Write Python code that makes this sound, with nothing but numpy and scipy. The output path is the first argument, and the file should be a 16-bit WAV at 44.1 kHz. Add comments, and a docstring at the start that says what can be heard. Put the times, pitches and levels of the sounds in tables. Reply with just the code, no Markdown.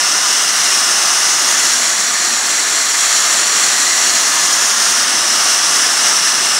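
"""Drying fan in a farmyard

A big fan blows a broad rush of air, with faint blade and motor tones. Eddies make it flutter.
A hand-held phone with one microphone is carried past and swung round. Each way it points colours
the rush differently, as hand, case and nearby sheet metal lift some bands and cancel others."""
import sys
import numpy as np
from scipy import signal
from scipy.fft import rfft, irfft, next_fast_len
from scipy.io import wavfile
from scipy.ndimage import uniform_filter1d, map_coordinates

SR = 44100
rng = np.random.default_rng(int(sys.argv[2]) if len(sys.argv) > 2 else 0)


def digitize_waveform(pressure):
    """Quantize a signal to 16-bit integers and store it at the path in sys.argv[1].

    Rows of a 2-D input are taken as channels; values are limited to [-1, 1].
    """
    field = np.atleast_2d(pressure).T
    bounded = np.clip(field, -1, 1)
    quanta = np.round(bounded * 32767).astype(np.int16)
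    wavfile.write(sys.argv[1], SR, quanta)


N = 290619

# The pitches of the blade, motor and hum tones, in Hz.
TONE_PITCHES = [106.3, 131.9, 158.8, 216.7, 293.2, 442.8, 460.3, 581.4, 607, 674.3, 713.3, 905.7, 944.8,
                1742.5]
# The same tones, in order. Each row: level in dB before the bass lift, pitch waver in Hz.
TONE_SETTINGS = [(-63.5, 0.36), (-65.5, 0.49), (-66, 0.52), (-56.5, 0.9), (-58, 0.74), (-66, 0.81),
                 (-61, 0.67), (-45.5, 0.36), (-53, 0.67), (-44.5, 0.65), (-45, 1.19), (-45.5, 0.68),
                 (-47, 0.62), (-39.5, 3.22)]
# How loud the hiss of the air is. Each row: time in seconds, level in dB.
HISS_LEVELS = [(0.0, -14), (0.11, -13.5), (1.65, -13), (1.82, -15), (2.8, -15), (3.1, -13), (4.64, -13),
               (4.73, -14.5), (4.86, -12.5), (5.16, -13.5), (6.0, -13), (6.59, -14)]
# The basic colour of the rushing air. Each row: frequency in Hz, relative level in dB.
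AIR_SPECTRUM = [(25, -49), (60, -34), (105, -23.5), (210, -10), (360, -6), (520, -10), (680, -3.5),
                (1050, -0.5), (2300, -3), (4700, -0.5), (9300, -3.5), (12700, -19), (15200, -20),
                (15700, -19)]
# Where the phone points. Each row: time in seconds, heading from 0 (right) to 1 (left).
PHONE_HEADINGS = [(0, .2), (1.05, 0.17), (1.5, 0.58), (1.85, 0.9), (2.8, 0.95), (3.55, .9), (4.15, 0.83),
                  (4.5, 0.61), (4.9, .4), (5.15, 0.044), (5.8, 0.13), (6.59, 0)]
# Bands that hand, case and sheet metal lift or cancel. Each row: centre in Hz, width in Hz,
# then the lift in dB with the phone swung right, halfway and left.
COLOUR_BANDS = [(1200, 150, 5, 5, 3.5), (1416, 203, 4.5, 6, 3.5), (1730, 240, 5.5, 5, 6.5),
                (2028, 214, 4, 5, 7), (2400, 260, -0.8, -0.5, 1.5), (2850, 250, 5.5, 4, 1),
                (3350, 210, 1.5, 2, 3), (3720, 330, -.3, .5, -2.2), (4240, 580, 0, 2, 5.5),
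                (5000, 280, 0, 2.5, -2), (5240, 370, 9, 6.5, 0.5), (5580, 306, 6.5, 5.5, 8.5),
                (5880, 278, 7.5, 9.5, 8), (6050, 210, 5.5, 3.5, -1), (6370, 280, 5, 10.5, 7),
                (6630, 240, 2, 3.5, 2), (6945, 330, 2, 9, 9), (7190, 240, -0.5, 0, 5),
                (7450, 330, 4, 2.5, 8), (7870, 240, 0.5, -1, 2.3), (8090, 470, 3.5, 2.5, 5),
                (8860, 740, 2.5, 3.5, -.5), (10660, 930, 1.5, 3.5, 3), (11700, 800, -0.5, 2.5, 0.8),
                (14700, 1200, -2, 3, -.5)]

SPLIT_HZ, TOP_HZ = 2200, 15750  # where roar ends and hiss begins; the phone's upper limit
ROAR_DB, ROAR_FOLLOWS = -21, 0.74  # average roar level; share of the hiss's level changes it follows
BASS_START_DB, BASS_DB_PER_S = -2, 0.85


def amp(db):
    """Turn decibels into a number to multiply by."""
    return 10 ** (np.asarray(db) / 20)


def unit(x):
    """Scale a signal to an average strength (rms) of 1."""
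    return x / np.sqrt(np.mean(x ** 2) + 1e-20)


def wobble(rate):
    """A smooth curve through `rate` random points a second."""
    points = rng.standard_normal(int(N * rate / SR) + 4)
    return unit(map_coordinates(points, [np.arange(N) * rate / SR]))


def patches(shape, bins, frames):
    """A random pattern, smoothed across frequency bins and time frames."""
    noise = uniform_filter1d(rng.standard_normal(shape), size=bins, axis=0)
    return unit(uniform_filter1d(noise, size=frames, axis=1))


def filtered(x, response):
    """Scale each frequency in x by response(hz)."""
    size = next_fast_len(N + 8192)
    hz = np.fft.rfftfreq(size, 1 / SR)
    return irfft(rfft(x, size) * response(hz), size)[..., :N]


def bass_lift_db(t):
    """The bass grows as the phone is carried nearer."""
    return BASS_START_DB + BASS_DB_PER_S * t


def blade_and_motor_tones():
    """Faint tones waver in pitch and strength, and all grow with the bass."""
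    tones = np.zeros(N)
    for hz, (db, waver_hz) in zip(TONE_PITCHES, TONE_SETTINGS):
        pitch = hz + waver_hz * wobble(4)
        phase = 2 * np.pi * (np.cumsum(pitch) / SR + rng.random())
        tones += amp(db + .9 * wobble(2.58)) * np.sqrt(2) * np.sin(phase)
    return tones * amp(.7 * bass_lift_db(np.arange(N) / SR))


def phone_colour_db(hz, t):
    """Bands rise and fall as the phone turns, and the bass swells as it comes nearer."""
    bands = np.array(COLOUR_BANDS, float)
    centres, widths, lifts = bands[:, 0], bands[:, 1], bands[:, 2:]
    heading = np.interp(t, *np.transpose(PHONE_HEADINGS))
    lift_db = np.array([np.interp(heading, [0, .5, 1], row) for row in lifts])
    bell_curves = np.exp(-2 * ((hz[:, None] - centres) / widths) ** 2)
    bass_share = 1 / (1 + (hz / 170) ** 4)
    return bell_curves @ lift_db + np.outer(bass_share, bass_lift_db(t))


def air_gain(hz):
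    """How strong the rushing air is at each frequency."""
    points_hz, db = np.transpose(AIR_SPECTRUM)
    return amp(np.interp(np.log(hz + 1), np.log(points_hz), db))


def roar_and_hiss():
    """Swirling air makes noise, split here into a low roar and a high hiss, each of even strength."""
    framing = dict(nperseg=2048, noverlap=1792)
    hz, t, noise = signal.stft(rng.standard_normal(N), SR, **framing)
    eddies_db = 0.32 * patches(noise.shape, bins=16, frames=30)
    # Echoes off sheds and machines add a fine, slow ripple that fades in the treble.
    echoes_db = 2.0 * patches(noise.shape, bins=2, frames=70) / (1 + hz[:, None] / 5000)
    gain = amp(phone_colour_db(hz, t) + eddies_db + echoes_db)
    parts = []
    for band in (hz < SPLIT_HZ, hz >= SPLIT_HZ):
        power = np.sum((gain * air_gain(hz)[:, None])[band] ** 2, axis=0)
        levelled = noise * gain * band[:, None] / np.sqrt(power)
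        _, wave = signal.istft(levelled, SR, **framing)
        parts.append(unit(filtered(wave[:N], air_gain)))
    return parts


def rushing_air():
    """Eddies make the fan's whole stream flutter, the hiss more than the roar."""
    roar, hiss = roar_and_hiss()
    hiss_db = np.interp(np.arange(N) / SR, *np.transpose(HISS_LEVELS))
    roar_db = ROAR_DB + ROAR_FOLLOWS * (hiss_db - hiss_db.mean())
    flutter = .5 * wobble(12) + 0.43 * wobble(35) + 0.52 * wobble(90)
    return amp(hiss_db + 0.72 * flutter) * hiss + amp(roar_db + 0.3 * flutter) * roar


def scene():
    """Air and tones reach one microphone, which feeds both channels."""
    return np.tile(rushing_air() + blade_and_motor_tones(), (2, 1))


def record(dry):
    """The phone clips near full scale and keeps nothing above its upper limit."""
    return filtered(np.clip(dry, -.96, .96), lambda hz: hz < TOP_HZ)


dry = scene()
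out = record(dry)
digitize_waveform(out)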